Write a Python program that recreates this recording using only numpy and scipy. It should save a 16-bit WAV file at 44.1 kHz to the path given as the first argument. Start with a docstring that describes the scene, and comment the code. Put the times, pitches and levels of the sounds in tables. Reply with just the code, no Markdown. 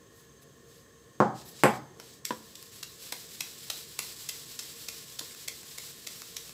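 """A faint appliance hum and soft brushing of flour, then two knocks: a china bowl is set on a stone worktop.
Each impact excites the modes of the stone and the glaze. A wooden sieve bumps its dish as it is lifted
and is shaken from hand to hand about three times a second. Friction of flour on the mesh makes a hiss
that follows the speed, and the hoop clacks against the hand once a shake.
One close microphone hears it all in a small kitchen."""
import sys
import numpy as np
from scipy import signal
from scipy.fft import rfft, irfft
from scipy.io import wavfile
from scipy.ndimage import uniform_filter1d

SR = 44100
rng = np.random.default_rng(int(sys.argv[2]) if len(sys.argv) > 2 else 0)


def transcribe(signal):
    """Save signal, clipped to [-1, 1], as a 16-bit WAV file at the path in sys.argv[1]."""
    frames = np.atleast_2d(signal).T
    limited = np.clip(frames, -1, 1)
    pcm = np.round(limited * 32767).astype(np.int16)
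    wavfile.write(sys.argv[1], SR, pcm)


N = 287973
TIME = np.arange(N) / SR

# Levels in the tables are relative; each source adds its own gain.
# shakes, each begun by a clack: start_s, clack_db, chatter_s, hollow_db, rim_db, push_db, pull_db
SHAKES = [(2.2516, -19, 0.0016, -41, -25.5, -53.5, -55.5), (2.553, -31.5, 0.0056, -30, -44, -54, -51),
          (2.828, -24, 0.0063, -23, -38, -54, -47), (3.1218, -20.5, 0.0053, -18.5, -12, -49, -48.5),
          (3.406, -17.5, 0.0036, -23, -13, -48, -47.5), (3.7, -17.5, 0.004, -23, -30, -45, -49.5),
          (3.9898, -17.5, 0.0025, -19.5, -10.5, -44.5, -46),
          (4.2888, -18.5, 0.0076, -26.5, -18, -46, -47.5), (4.59, -21.5, 0.0066, -24.5, -19, -46, -46.5),
          (4.8847, -22, 0.0048, -23, -14, -47, -49), (5.1918, -20.5, 0.0034, -26, -32, -47.5, -49),
          (5.4816, -19.5, 0.0026, -25.5, -16, -49.5, -48.5), (5.782, -25.5, 0.0033, -21, -13, -46, -50.5),
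          (6.071, -23, .003, -24, -15.5, -47, -49.5), (6.366, -21.5, 0.0037, -26.5, -24, -49, -47)]
# fingers brushing flour and handling the sieve: start_s, length_s, slide_db, spray_db
RUSTLES = [(0.104, 0.18, -66, -63), (0.413, 0.031, -61.5, -58.5), (0.645, 0.21, -62.5, -64),
           (1.337, 0.12, -51, -63), (1.44, 0.1, -53.5, -51), (1.506, 0.18, -50.5, -59),
           (1.72, 0.073, -52.5, -58), (1.961, 0.26, -55, -61), (2.257, 0.06, -48, -58),
           (2.626, 0.0031, -46, -38)]
# spectra of flour sliding over the mesh and spraying through it: frequency_hz, level_db
SLIDE_SPECTRUM = [(200, -11.5), (700, -12.5), (1300, -9), (2300, -5), (3100, -1.5), (4000, 2), (4500, 1.5),
                  (5100, 2), (6300, -2), (8000, 2.5), (9000, -8), (16000, -15)]
SPRAY_SPECTRUM = [(2000, -13), (7000, -33), (8500, -9), (9400, -2.5), (11500, 3.5), (13000, 1.5),
                  (15500, 0.5)]
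# strength of the scrape before a clack, greater while the grip is loose: time_s, level_db
SCRAPE_CURVE = [(4.3, -24), (5.2, -8.5), (6.07, -7.5), (6.36, -17)]
# light finger taps on the hoop: start_s, level_db, hollow_db
FINGER_TAPS = [(1.9986, -35, -13.5), (5.3467, -37, -16.5), (5.631, -38.5, -19), (6.218, -31, -18),
               (6.4929, -35, -19)]
# responses of the hoop's thin wood, hollow and rim: frequency_hz, level_db
WOOD_SPECTRUM = [(300, -51), (1500, -9.5), (2600, -5), (3900, 2), (4500, -1), (5200, 2), (6400, -1.5),
                 (7600, 0.5), (9100, -11), (10500, -6), (13000, -7.5), (16000, -12)]
HOLLOW_SPECTRUM = [(60, -31), (200, -13), (600, 1), (900, -1), (1400, 6.5), (1900, 4.5), (3000, 4.5),
                   (16000, -93.5)]
RIM_SPECTRUM = [(300, -55.5), (1400, -10.5), (1850, -5.5), (2160, 3), (2400, 1), (2700, 6.5), (3300, -4),
                (6000, -26)]
# the bowl's foot lands and rocks flat: start_s, level_db, cutoff_hz, crack_db, ring_db
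BOWL_KNOCKS = [(1.2031, -0.5, 1420, -27, 0.5), (1.2083, -18, 1100, -42, -6), (1.6362, 0.5, 2480, -18.5, 2),
               (1.6494, -9, 1100, -37, -6)]
# hard touches on the glaze: start_s, level_db
GLAZE_CHINKS = [(1.2037, -35), (1.637, -13), (2.2519, -25), (5.3095, -34.5)]
# the hoop bumps the dish under it: start_s, level_db, ring_db
DISH_BUMPS = [(2.001, -43, -14), (2.3071, -17.5, -1.5), (3.125, -33.5, -3), (5.212, -34, -22)]
# impact spectra of bowl on worktop and hoop on dish: frequency_hz, level_db
THUD_SPECTRUM = [(30, -35), (85, -13), (125, -0.5), (260, 1.5), (450, 2.5), (700, 2.5), (1050, 1.5),
                 (1500, -2), (2200, -3.5), (2700, -3.5), (8200, -6), (9400, -4.5), (16000, -10)]
BUMP_SPECTRUM = [(50, -40), (130, -5.5), (300, 1), (550, -4.5), (780, -12.5), (1000, 0.5), (1350, -14.5),
                 (1650, -3), (2200, -20.5), (3200, -14), (5000, -24), (16000, -49)]
# normal modes of worktop, china and dish: pitch_hz, level_db, t60_s
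WORKTOP_MODES = [(125.6, -12, 0.58), (209.3, 0, 0.25), (299, -18, 0.47), (365, 0, 0.16), (437, -22, 0.37),
                 (517, 2, 0.14), (585, -31, 0.34), (549, -7, 0.2), (812, -7, 0.24), (821, -17, 0.45),
                 (857, -7.5, 0.37), (1060, 0.5, 0.14), (1140, -21, 0.34), (1240, -14, 0.18),
                 (1397, -10, 0.21), (1540, -12.5, 0.28), (1674, -27, 0.55), (1880, -30, 0.29),
                 (1986, -35, 0.15), (2121, -39, 0.77), (2120, -53, 0.34), (2358, -38, 0.24),
                 (2370, -45, 0.31), (2950, -41, 0.11), (2815, -49, 0.25), (3100, -35, 0.34)]
CHINA_MODES = [(2170, 1, 0.013), (3560, -27, 0.0074), (4900, -2, 0.0081), (7670, 2, .014), (8250, -4, .016),
               (8450, -5, .01), (8830, -10.5, 0.02), (9900, -16, 0.025), (11640, -5, 0.014),
               (12700, -17, 0.014), (14000, -11, .01), (15250, -13, .014)]
DISH_MODES = [(221.3, -12.5, 0.4), (326, -12, 0.13), (505, -10, 0.17), (992, 3, 0.097), (1430, -21, .15)]
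# the kitchen's reverberation time: frequency_hz, t60_s
KITCHEN_DECAY = [(100, 0.89), (250, 0.35), (600, 0.42), (1200, 0.39), (2500, 0.25), (5000, 0.48),
                 (9000, 0.2), (16000, 0.41)]
# noise bands of the appliance: centre_hz, nominal_width_hz, level_db
HUM_BANDS = [(65.5, 7.1, -73.5), (140.1, 2.6, -69.5), (244.6, 13, -72.5), (315, 12, -74),
             (459, 18.5, -65.5), (541, 12, -74.5), (677, 11, -80.5), (1076, 53, -71), (1152, 12, -80.5),
             (1726, 78, -72.5), (1838, 60, -73), (3160, 320, -78), (6370, 130, -70)]
# steady air noise: frequency_hz, level_db
AIR_SPECTRUM = [(25, -45), (60, -11), (110, 1), (165, 0), (270, -7.5), (400, -1.5), (800, -20.5),
                (1400, -17), (2500, -23), (3400, -19), (5800, -21.5), (8100, -17), (9000, -27.5),
                (15500, -27.5)]


def flour(spray_db=-2.5, grain_db=1.0, flutter_db=0.88):
    """Granular friction: countless grains rub over the mesh; the finest spray through, hissing brighter."""
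    slide = shaking(turn_db=-5.5)
    spray = amp(spray_db) * shaking(turn_db=-7.5)  # stops more fully at the turns
    levels = np.array([slide, spray])
    for start_s, length_s, *rustle_db in RUSTLES:
        swell = np.sin(np.pi * np.clip((TIME - start_s) / length_s, 0, 1))
        levels = np.hypot(levels, amp(rustle_db)[:, None] * swell)
    out = np.zeros(N)
    flutter = unit_rms(uniform_filter1d(rng.standard_normal(N), size=500))  # the heap slips in small lumps
    for level, spectrum, trim_db in zip(levels, (SLIDE_SPECTRUM, SPRAY_SPECTRUM), (0.3, -0.7)):
        grains = rng.standard_normal(N) * amp(grain_db * rng.standard_normal(N))
        out += level * amp(trim_db + flutter_db * flutter) * coloured(grains, spectrum)
    return out


def shaking(turn_db, push_share=0.55, last_shake_s=0.306, speed_power=0.78):
    """Friction noise grows with speed: its envelope peaks mid-stroke and sinks to turn_db at each turn."""
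    starts, *_, push_db, pull_db = np.transpose(SHAKES)
    lengths = np.append(np.diff(starts), last_shake_s)
    pull_starts = starts + push_share * lengths
    turns = np.append(np.column_stack([starts, pull_starts]), starts[-1] + last_shake_s)
    stroke = np.interp(TIME, turns, np.arange(len(turns)))
    effort_db = np.column_stack([push_db, pull_db]).ravel()
    stroke_index = np.minimum(stroke.astype(int), len(effort_db) - 1)
    effort = uniform_filter1d(amp(effort_db)[stroke_index], size=SR // 25)
    speed = abs(np.sin(np.pi * stroke))
    floor = amp(turn_db)
    return effort * (floor + (1 - floor) * speed ** speed_power) * (TIME > starts[0])


def hoop(rise_s=0.00088, fall_s=0.0017, scrape_s=0.0041, tap_chatter_s=0.0014, tap_rim_db=-11.5):
    """Contact chatter: each clack or tap is a burst of tiny collisions exciting wood, hollow and rim."""
    out = np.zeros(N)
    lead_s = 0.01
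    t = np.arange(SR // 40) / SR - lead_s
    wood, hollow, rim = map(shaped_pulse, (WOOD_SPECTRUM, HOLLOW_SPECTRUM, RIM_SPECTRUM))
    clacks = [(*shake[:5], amp(np.interp(shake[0], *np.transpose(SCRAPE_CURVE)))) for shake in SHAKES]
    taps = [(start_s, db, tap_chatter_s, hollow_db, tap_rim_db, 0) for start_s, db, hollow_db in FINGER_TAPS]
    for start_s, db, chatter_s, hollow_db, rim_db, scrape_gain in clacks + taps:
        scrape = scrape_gain * (t > -scrape_s) * (t < 0)
        chatter = np.clip(t / rise_s, 0, 1) * np.exp(-np.maximum(t - chatter_s, 0) / fall_s)
        hits = (scrape + chatter) * rng.standard_normal(len(t)) * amp(3.2 * rng.standard_normal(len(t)))
        bodies = ((wood, 0), (hollow, hollow_db + 16), (rim, rim_db + 9.5))
        clack = sum(amp(body_db) * unit_energy(signal.fftconvolve(hits, body)) for body, body_db in bodies)
        add(out, start_s - lead_s, amp(db + 13.5) * clack)
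    return out + amp(-5) * kitchen(out, delay_s=0.0054, early_db=0, early_s=0.025)


def bowl():
    """Impact excitation: each knock is a thud with a crack, and the worktop rings on in its modes."""
    blows, rings = np.zeros((2, N))
    for start_s, db, cutoff_hz, crack_db, ring_db in BOWL_KNOCKS:
        add(blows, start_s, amp(db + 9) * contact_pulse(cutoff_hz, crack_db))
        add(rings, start_s, amp(db + ring_db - 21) * ring(WORKTOP_MODES, rise_s=0.0036))
    reflections = amp(1.5) * kitchen(blows, delay_s=0.0031, early_db=-5, early_s=0.044)
    return blows + rings + reflections + far_rooms(blows)


def contact_pulse(cutoff_hz, crack_db):
    """A contact acts as a low-pass filter: the softer, the duller the thud. A weak crack reaches higher."""
    def gain_at(hz):
        thud = 1 / np.hypot(1, (hz / cutoff_hz) ** 5.1)
        crack = amp(crack_db) / np.hypot(1, (hz / (5.4 * cutoff_hz)) ** 7.3)
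        return amp(value_at(THUD_SPECTRUM, hz)) * np.hypot(thud, crack)
    return unit_energy(causal_pulse(gain_at))


def glaze():
    """Damped free vibration: high modes of glazed ware die quickly and the room carries the chink on."""
    out = np.zeros(N)
    for start_s, db in GLAZE_CHINKS:
        add(out, start_s, amp(db - 8.5) * ring(CHINA_MODES, rise_s=0.00013))
    return out + amp(-3) * kitchen(out, delay_s=0.0078, early_db=6, early_s=0.018)


def dish():
    """Resonance after impact: the hoop bumps the dish, which rings unless the two stay in touch."""
    blows, rings = np.zeros((2, N))
    for start_s, db, ring_db in DISH_BUMPS:
        add(blows, start_s, amp(db + 12) * shaped_pulse(BUMP_SPECTRUM))
        add(rings, start_s, amp(db + ring_db - 10.5) * ring(DISH_MODES, rise_s=0.00078))
    return blows + rings + amp(-1) * kitchen(blows, delay_s=0.00066, early_db=11, early_s=0.013)


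def kitchen(x, delay_s, early_db, early_s):
    """Reverberation: early reflections off worktop and walls lead into a tail that decays band by band."""
    t = np.arange(SR) / SR
    echoes = rng.choice([-1., 1.], SR) * (rng.random(SR) < 0.1) * (t > delay_s)
    hz, frame_s, bands = signal.stft(echoes, SR, nperseg=256)
    decay = amp(-60 * frame_s / value_at(KITCHEN_DECAY, hz)[:, None])
    tail = signal.istft(bands * decay, SR, nperseg=256)[1][:SR]
    spectrum = rfft(tail * (1 + amp(early_db) * np.exp(-t / early_s)))
    # the walls return about the same energy in every broad band
    band_rms = np.sqrt(uniform_filter1d(abs(spectrum) ** 2, size=70) + 1e-12)
    response = irfft(spectrum / band_rms, SR) * (t > delay_s) * (t < 0.8)
    return signal.oaconvolve(x, unit_energy(response))[:N]


def far_rooms(x, level_db=-24, t60_s=1.7, cutoff_hz=500):
    """Coupled rooms: the rest of the house returns a faint, dark, longer echo."""
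    t = np.arange(SR) / SR
    dark_noise = signal.sosfilt(signal.butter(1, cutoff_hz, fs=SR, output="sos"), rng.standard_normal(SR))
    echo = signal.oaconvolve(x, dark_noise * amp(-60 * t / t60_s))[:N]
    return amp(level_db) * np.std(x) * unit_rms(echo)


def room_tone(air_db=-58.5):
    """Stationary noise: narrow bands make the appliance's blurred hum, a broad spectrum the air."""
    hz = np.fft.rfftfreq(N, 1 / SR)
    hum = np.zeros(N)
    for centre_hz, width_hz, db in HUM_BANDS:
        peak = 1 / (1 + (1.6 * (hz - centre_hz) / width_hz) ** 2)
        hum += amp(db) * unit_rms(irfft(rfft(rng.standard_normal(N)) * peak, N))
    return hum + amp(air_db) * coloured(rng.standard_normal(N), AIR_SPECTRUM)


def ring(modes, rise_s):
    """Modal synthesis: a sum of decaying sinusoids that builds up over rise_s."""
    t = np.arange(SR) / SR
    tones = sum(amp(db - 60 * t / t60) * np.sin(2 * np.pi * (hz * t + rng.random())) for hz, db, t60 in modes)
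    return tones * (1 - np.exp(-t / rise_s))


def causal_pulse(gain_at, size=4096):
    """Minimum phase: the Hilbert transform of the log gain gives the phase of a causal pulse."""
    log_gain = np.log(gain_at(abs(np.fft.fftfreq(size, 1 / SR))) + 1e-6)
    spectrum = np.exp(np.conj(signal.hilbert(log_gain)))
    return np.fft.ifft(spectrum).real[:size // 2]


def shaped_pulse(spectrum):
    """Impulse response of energy 1 with a tabled spectrum."""
    return unit_energy(causal_pulse(lambda hz: amp(value_at(spectrum, hz))))


def coloured(x, spectrum):
    """Linear filtering by a tabled spectrum, scaled to rms 1."""
    gain = amp(value_at(spectrum, np.fft.rfftfreq(N, 1 / SR)))
    return unit_rms(irfft(rfft(x) * gain, N))


def value_at(table, hz):
    """Interpolation on a log-frequency axis."""
    table_hz, values = np.transpose(table)
    return np.interp(np.log(hz + 1), np.log(table_hz + 1), values)


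def amp(db):
    """Amplitude ratio from decibels."""
    return 10 ** (np.asarray(db) / 20)


def unit_rms(x):
    """Normalisation to rms 1."""
    return x / np.sqrt(np.mean(x ** 2) + 1e-20)


def unit_energy(x):
    """Normalisation to energy 1."""
    return x / (np.linalg.norm(x) + 1e-20)


def add(mix, start_s, sound):
    """Superposition of a sound on the mix from start_s."""
    part = mix[round(start_s * SR):][:len(sound)]
    part += sound[:len(part)]


def scene():
    """Superposition: all sources sum at one microphone, alike in both channels."""
    mix = bowl() + glaze() + dish() + hoop() + flour() + room_tone()
    return np.array([mix, mix])


def record(dry):
    """Clipping at full scale, then band limiting at 15.6 kHz."""
    low_pass = signal.firwin(511, 15600, window=("kaiser", 9), fs=SR)
    return signal.oaconvolve(np.clip(dry, -1, 1), low_pass[None], "same")


dry = scene()
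out = record(dry)
transcribe(out)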